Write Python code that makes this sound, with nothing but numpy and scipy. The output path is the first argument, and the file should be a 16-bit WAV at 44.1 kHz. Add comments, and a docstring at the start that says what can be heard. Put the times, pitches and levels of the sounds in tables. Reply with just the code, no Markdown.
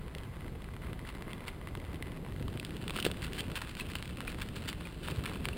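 """A bicycle rolls along an icy forest trail, heard from the rider's helmet camera.
From the start, wind rumbles on the microphone while the tyres drum, grind frozen grit and snap thin ice.
Soon they crush patches of crust, and loose plates ring. After two seconds the rider looks down at the
wheel and the crackle brightens. At three seconds the crust gives way with a thud; the crunching goes on,
and the strongest gust comes near the end."""
import sys
import numpy as np
from scipy import signal
from scipy.fft import rfft, irfft
from scipy.io import wavfile
from scipy.ndimage import uniform_filter1d

SR = 44100
rng = np.random.default_rng(int(sys.argv[2]) if len(sys.argv) > 2 else 0)


def inscribe(sig):
    """Save sig as 16-bit PCM at rate SR to the path in sys.argv[1].

    A 1-D sig is mono; a 2-D sig holds one channel per row.
    Samples are clipped to [-1, 1] before scaling.
    """
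    pcm = np.round(np.clip(np.atleast_2d(sig).T, -1, 1) * 32767)
    wavfile.write(sys.argv[1], SR, pcm.astype(np.int16))


N = 245637
TIME = np.arange(N) / SR
FREQS, BINS = np.fft.rfftfreq(N, 1 / SR), np.fft.rfftfreq(1024, 1 / SR)  # Hz: whole scene, one click

# Patches of crust under the tyre. Each row: start in seconds, length in seconds, level in dB.
CRUST_PATCHES = [(0.82, 0.046, -56), (1.062, 0.042, -49.5), (1.463, 0.027, -45.5), (2.941, 0.067, -45),
                 (3.044, 0.024, -37.5), (3.218, 0.037, -44.5), (3.339, 0.031, -46.5), (3.377, 0.028, -43.5),
                 (3.549, 0.03, -40.5), (3.614, 0.0065, -43.5), (3.679, 0.033, -52.5), (3.765, 0.056, -46),
                 (3.884, 0.034, -49), (3.95, 0.015, -46.5), (4.271, 0.052, -50.5), (4.413, 0.016, -45),
                 (4.555, 0.028, -47.5), (4.674, 0.028, -40), (4.846, 0.014, -55), (5.03, 0.087, -48.5),
                 (5.442, 0.01, -45)]
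# Tilt of the rider's head. Each row: time in seconds, tilt from 0 (ahead) to 1 (down).
HEAD_TILT = [(0, 0), (2.1, 0), (2.7, 0.86), (5.57, 0.9)]


def amp(db):
    """Decibels to amplitude ratio."""
    return 10 ** (np.asarray(db) / 20)


def unit(x):
    """Normalisation to rms 1."""
    return x / np.sqrt(np.mean(x ** 2) + 1e-20)


def curve(rows, s):
    """Linear interpolation of a time table at the times s."""
    rows = np.array(rows)
    return np.interp(s, rows[:, 0], rows[:, 1])


def spectrum(rows, hz, column=1):
    """Interpolation of a spectrum on a log-frequency axis."""
    rows = np.array(rows)
    return np.interp(np.log(hz + 1), np.log(rows[:, 0] + 1), rows[:, column])


def resonance(hz, half_width_hz):
    """Lorentzian curve of one resonance, 1 at its centre."""
    return 1 / (1 + ((BINS - hz) / half_width_hz) ** 2)


def add(mix, s, sound):
    """Superposition of a sound on the mix at time s."""
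    part = mix[max(round(s * SR), 0):][:len(sound)]
    part += sound[:len(part)]


def noise(rows):
    """Stationary noise of rms 1, shaped by rows of frequency in Hz and level in dB."""
    return unit(irfft(rfft(rng.standard_normal(N)) * amp(spectrum(rows, FREQS)), N))


def wander(rate_hz):
    """Random fluctuation of rms 1, low-passed at rate_hz."""
    return unit(irfft(rfft(rng.standard_normal(N)) / (1 + (FREQS / rate_hz) ** 2), N))


def click(colour_db):
    """Minimum-phase pulse of energy 1: the sharpest causal pulse with this spectrum."""
    log_gain = np.log(amp(np.r_[colour_db, colour_db[-2:0:-1]]))
    pulse = np.fft.ifft(np.exp(np.conj(signal.hilbert(log_gain)))).real
    return pulse / np.linalg.norm(pulse)


def low_pass(x, hz, taps):
    """Steep windowed-sinc low-pass of both channels."""
    return signal.oaconvolve(x, signal.firwin(taps, hz, window=("kaiser", 8), fs=SR)[None], "same")


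def wheel_cycle(peak_s, per_turn, turn_hz=2.37):
    """Periodic modulation at a harmonic of the wheel's rotation."""
    return np.cos(2 * np.pi * per_turn * turn_hz * (TIME - peak_s))


def hiss():
    """Self-noise of the microphone: a faint, steady floor."""
    # Each row: frequency in Hz, relative level in dB.
    colour = [(500, -6), (3000, 2.5), (5000, -4), (6000, -16)]
    return amp(-65.5) * noise(colour)


def wind(gust_width_s=0.028):
    """Turbulent pressure on the microphone: random buffets and gusts over a steady headwind."""
    # Spectra of the buffets and the headwind. Each row: frequency in Hz, relative level in dB.
    buffet_colour = [(20, -29), (40, -9), (60, 1), (90, 0.5), (130, -4), (200, -19), (400, -52)]
    headwind_colour = [(6, -22), (16, -10.5), (30, 8.5), (45, 3), (70, 2), (200, -57)]
    # Strength of the breeze. Each row: time in seconds, level in dB.
    breeze = [(0, -47.5), (1.0, -45), (1.3, -48.5), (2.05, -46), (2.5, -42), (2.7, -48), (3.15, -43),
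              (3.8, -49.5), (4.45, -43.5), (5.0, -47), (5.57, -45)]
    # Stronger gusts. Each row: time of the peak in seconds, rise over the breeze in dB.
    gusts = [(1.04, 5.5), (2.38, 4.5), (5.18, 10), (5.51, 5.5)]
    gust_db = sum(db * np.exp(-.5 * ((TIME - s) / gust_width_s) ** 2) for s, db in gusts)
    level_db = curve(breeze, TIME) + gust_db + 2.04 * wander(rate_hz=7.6)
    return noise(buffet_colour) * amp(level_db) + amp(-49.5) * noise(headwind_colour)


def tyre_rumble(lurch_db=0.9):
    """Rolling noise: surface roughness drives the tyres, which drum harder once in each turn."""
    # Spectrum of the drumming. Each row: frequency in Hz, relative level in dB.
    colour = [(70, -37), (120, -1.5), (165, 1.5), (230, -3.5), (320, -6), (430, -9), (600, -16), (900, -23),
              (2000, -55), (5000, -92)]
    # Rough ice is loud, smooth ice quiet. Each row: time in seconds, level in dB.
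    roughness = [(0, -48.5), (1.65, -47.5), (2.15, -44.5), (3.07, -43), (3.5, -42.5), (3.62, -50),
                 (3.88, -45), (4.05, -48), (4.3, -44), (4.95, -46.5), (5.12, -42.5), (5.57, -44.5)]
    drumming = unit(noise(colour) * amp(2.05 * wander(rate_hz=42)))
    return drumming * amp(curve(roughness, TIME) + lurch_db * wheel_cycle(peak_s=0.061, per_turn=1))


def echoes(x, t60, wet_db):
    """Scattering: sparse reflections of random sign that decay exponentially."""
    t = np.arange(SR // 2) / SR
    taps = rng.standard_normal(len(t)) * (rng.random(len(t)) < .06)
    taps *= (t > .001) * amp(-60 * t / t60)
    return amp(wet_db) * signal.oaconvolve(x, taps / np.linalg.norm(taps))[:N]


def fracture_db(tilt):
    """Directional hearing: a fracture sounds brighter facing down and has a resonance facing ahead."""
    # Spectrum of a fracture. Each row: frequency in Hz, level in dB facing ahead, level in dB facing down.
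    colour = [(149, -5, -10), (490, 0.5, -6), (733, 0, -6), (1130, 3, -0.5), (1440, -0.5, 1),
              (2110, -4, -2.5), (2670, -4.5, 3), (3290, -6.5, -1), (4460, -12, -5), (5410, -17.5, -12),
              (6280, -27, -21)]
    ahead = spectrum(colour, BINS) + 7.5 * resonance(2027, half_width_hz=124)
    return (1 - tilt) * ahead + tilt * spectrum(colour, BINS, column=2)


def chips(per_s, spread_db, ring_db, db_per_octave, sizes=32):
    """Shot noise of tiny fractures: each size of chip resonates briefly at its own pitch."""
    strength = amp(spread_db * np.minimum(rng.exponential(1, N), 3)) * rng.choice([-1, 1], N)
    impulses = unit(strength * (rng.random(N) < per_s / SR))
    size = rng.integers(0, sizes, N)
    tilt, out = curve(HEAD_TILT, TIME), np.zeros(N)
    octaves = np.log2((BINS + 200) / 2000)
    for k, pitch in enumerate(np.geomspace(900, 4600, sizes)):
        chip_db = ring_db * resonance(pitch, 0.064 * pitch) + db_per_octave * octaves
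        for facing, share in enumerate([1 - tilt, tilt]):  # crossfade from ahead to down
            pulse = click(fracture_db(facing) + chip_db)
            out += signal.oaconvolve(impulses * (size == k) * share, pulse)[:N]
    return out


def grit(bite_db=0.77):
    """Friction: the tread grinds clumps of grains over an even sizzle, biting harder twice a turn."""
    # Strength of the grinding. Each row: time in seconds, level in dB.
    grinding = [(0, -55.5), (0.65, -58.5), (1.4, -55), (2.4, -57.5), (3.25, -53.5), (3.9, -55), (4.9, -54),
                (5.57, -52)]
    grains = chips(per_s=550, spread_db=5, ring_db=10, db_per_octave=-0.5)
    clumps = unit(grains * amp(5 * np.tanh(wander(rate_hz=11.7))))
    sizzle = chips(per_s=9000, spread_db=2, ring_db=0.5, db_per_octave=-2.5) * amp(wander(rate_hz=29))
    level_db = curve(grinding, TIME) + bite_db * wheel_cycle(peak_s=0.0085, per_turn=2)
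    return amp(level_db) * (amp(-0.5) * clumps + amp(-2) * sizzle)


def crunches(rise_s=0.0022, release_s=0.0074):
    """Crushing: loaded crust collapses in a shower of fractures that dies as the tyre leaves it."""
    load, t = np.zeros(N), np.arange(SR // 8) / SR
    for s, length, db in CRUST_PATCHES:
        release = np.exp(-np.maximum(t - length, 0) / release_s)
        add(load, s, amp(db) * np.minimum(t / rise_s, 1) * release)
    return amp(-0.14) * load * chips(per_s=1900, spread_db=5.5, ring_db=12.5, db_per_octave=2.5)


def plinks(t60=0.024, rise_s=0.0011):
    """Damped vibration: a freed plate of ice chatters into one short, slightly unsteady note."""
    # Each row: start in seconds, pitch in Hz, relative level in dB.
    plates = [(1.481, 2175, -39), (3.393, 3120, -29), (3.566, 3150, -34), (3.807, 2570, -30),
              (3.954, 2780, -32), (4.277, 2470, -28.5), (4.853, 2450, -36.5), (5.531, 2660, -37)]
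    out, t = np.zeros(N), np.arange(SR // 16) / SR
    for s, hz, db in plates:
        pitch = hz * (1 + 0.24 * uniform_filter1d(rng.standard_normal(len(t)), size=60))
        envelope = amp(db - 60 * t / t60) * (1 - np.exp(-t / rise_s))
        add(out, s, envelope * np.sin(2 * np.pi * np.cumsum(pitch) / SR))
    return amp(4.5) * out


def thuds(rise_s=0.00049):
    """Modal ringing: tyre and rim give a dull knock as the wheel drops through the crust."""
    # Modes of the wheel. Each row: frequency in Hz, relative level in dB, 60 dB decay time in seconds.
    modes = [(176, -13, 0.22), (360, -6, 0.032), (444, 1.5, 0.023), (653, -8, 0.0134)]
    # Each row: start in seconds, relative level in dB.
    impacts = [(3.0500, -30.5), (3.0645, -20)]
    out, t = np.zeros(N), np.arange(SR // 5) / SR
    ring = sum(amp(db - 60 * t / t60) * np.sin(2 * np.pi * hz * t) for hz, db, t60 in modes)
    for s, db in impacts:
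        add(out, s, amp(db + 2) * ring * (1 - np.exp(-t / rise_s)))
    return out


def trail_ticks(per_s=15, level_db=-42, facing_down_db=4, count=160):
    """A random point process of small breaks all along the trail, as rows for snaps()."""
    s = np.cumsum(rng.gamma(2, .5, count)) / per_s
    size, thickness = rng.standard_normal((count, 2)).T
    db = level_db + facing_down_db * curve(HEAD_TILT, s) + 1.55 * size
    return np.column_stack([s, db, 4 + 9.5 * thickness])


def crust_cracks(per_s=55, over_patch_db=10, count=8):
    """Stepwise failure: a patch of crust gives way in a few harder cracks, as rows for snaps()."""
    rows = []
    for start, length, db in CRUST_PATCHES:
        delay = np.cumsum(rng.gamma(2, .5, count)) / per_s
        size, thickness = rng.standard_normal((count, 2)).T
        steps = np.column_stack([start + delay, db + over_patch_db + 2 * size, 9.5 * thickness])
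        rows.extend(steps[delay < length])
    return rows


def snaps(crumb_s=0.0012, body_hz=1900, bass_hz=650, ring_db=7):
    """Brittle fracture: a sharp break and its crumbs excite a plate's resonance; thick ice sounds lower."""
    # The loudest breaks. Each row: start in seconds, level in dB over 1 ms, body in dB (more if thick).
    loudest = [(0.1501, -35, -18), (0.1842, -39.5, -17), (0.4809, -40, 2), (0.9315, -36.5, 5),
               (1.09, -37, -8), (1.2232, -36, -7), (1.2806, -38, 13), (1.3325, -34.5, -6),
               (1.4815, -31.5, -4), (1.6732, -34, 7), (1.7522, -33, 8), (2.0254, -31, -8),
               (2.4815, -35.5, 13), (2.5745, -36.5, 1), (2.5985, -30.5, -21), (2.6496, -32, -29),
               (2.88, -29.5, -1), (2.8967, -30, 6), (2.9066, -28.5, 7), (2.9605, -32, 14), (2.988, -27, 19),
               (3.0012, -26.5, -34), (3.0267, -26.5, -22), (3.0509, -20.5, -9), (3.0648, -24.5, 6),
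               (3.1149, -29.5, -2.5), (3.2281, -32.5, 8), (3.3332, -33, -13), (3.4068, -30.5, -26),
               (3.5561, -31, 0), (3.6203, -30, 6), (3.7991, -29, -5), (3.9542, -27, 2), (4.026, -32, -5),
               (4.2058, -31, 5), (4.2789, -31.5, 12), (4.419, -30, -3), (4.6822, -31.5, -12),
               (4.7293, -33.5, 5), (5.0849, -28, 16), (5.2574, -30, 1), (5.262, -29.5, 0),
               (5.2976, -40, 10), (5.3162, -35.5, 30), (5.3595, -36.5, 29), (5.4549, -24.5, 3),
               (5.487, -27.5, 8)]
    out, t = np.zeros(N), np.arange(512) / SR
    slope_db = -0.8 * np.log2(BINS + 200)
    radiation_db = -7 / (1 + (BINS / bass_hz) ** 4)  # small plates radiate little bass
    for s, db, body_db in [*loudest, *trail_ticks(), *crust_cracks()]:
        in_crust = any(start <= s <= start + length for start, length, _ in CRUST_PATCHES)
        crumb_share = 0.33 if in_crust else 0.13  # of the excitation's energy
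        crumbs = rng.standard_normal(len(t)) * (rng.random(len(t)) < .2)
        crumbs *= np.sqrt(t) * np.exp(-t / crumb_s)
        excitation = crumbs * np.sqrt(crumb_share) / (np.linalg.norm(crumbs) + 1e-9)
        excitation[0] += np.sqrt(1 - crumb_share)  # the break itself
        pitch = rng.uniform(1510, 3600)
        thickness_db = (body_db - 4) / (1 + (BINS / body_hz) ** 4)
        plate_db = thickness_db + ring_db * resonance(pitch, 0.089 * pitch)
        colour_db = fracture_db(curve(HEAD_TILT, s)) + plate_db + slope_db + radiation_db
        snap = np.convolve(excitation, click(colour_db))
        add(out, s, amp(db) * snap * np.sqrt(SR / 1000) / np.linalg.norm(snap))
    return out


def scene():
    """Superposition at one microphone, which feeds both channels; only the ice sounds are reflected."""
    ice = grit() + crunches() + snaps() + plinks()
    off_bike_and_rider = echoes(ice, t60=0.053, wet_db=-17.5)
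    off_trees = echoes(ice, t60=0.23, wet_db=-19)
    mono = ice + off_bike_and_rider + off_trees + thuds() + wind() + tyre_rumble() + hiss()
    return np.array([mono, mono])


def record(dry, hold_hz=12000, leak_db=-1):
    """Spectral imaging: the camera's slow sample-and-hold mirrors the crackle into a glassy treble."""
    # Response of the camera's output. Each row: frequency in Hz, gain in dB.
    response = [(3500, 0), (5000, 0), (7000, -3), (9500, -0.5), (12000, -1.5), (16000, -2.5)]
    narrow = low_pass(dry, hold_hz / 2, taps=129)
    sampled = narrow * (1 + 2 * np.cos(2 * np.pi * hold_hz * TIME))  # images on both sides of hold_hz
    held = rfft(sampled) * np.sinc(FREQS / hold_hz)  # the stair steps weaken the images
    leak = amp(leak_db) * rfft(dry - narrow)  # the sharpest edges keep some treble of their own
    coloured = irfft((held + leak) * amp(spectrum(response, FREQS)), N)
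    hiss_colour = [(500, -7), (4000, -10), (6000, 9.5), (9000, -6), (16000, 5)]
    channel_hiss = amp(-77.5) * np.array([noise(hiss_colour) for _ in dry])
    return low_pass(coloured + channel_hiss, hz=15950, taps=511)


dry = scene()
out = record(dry)
inscribe(out)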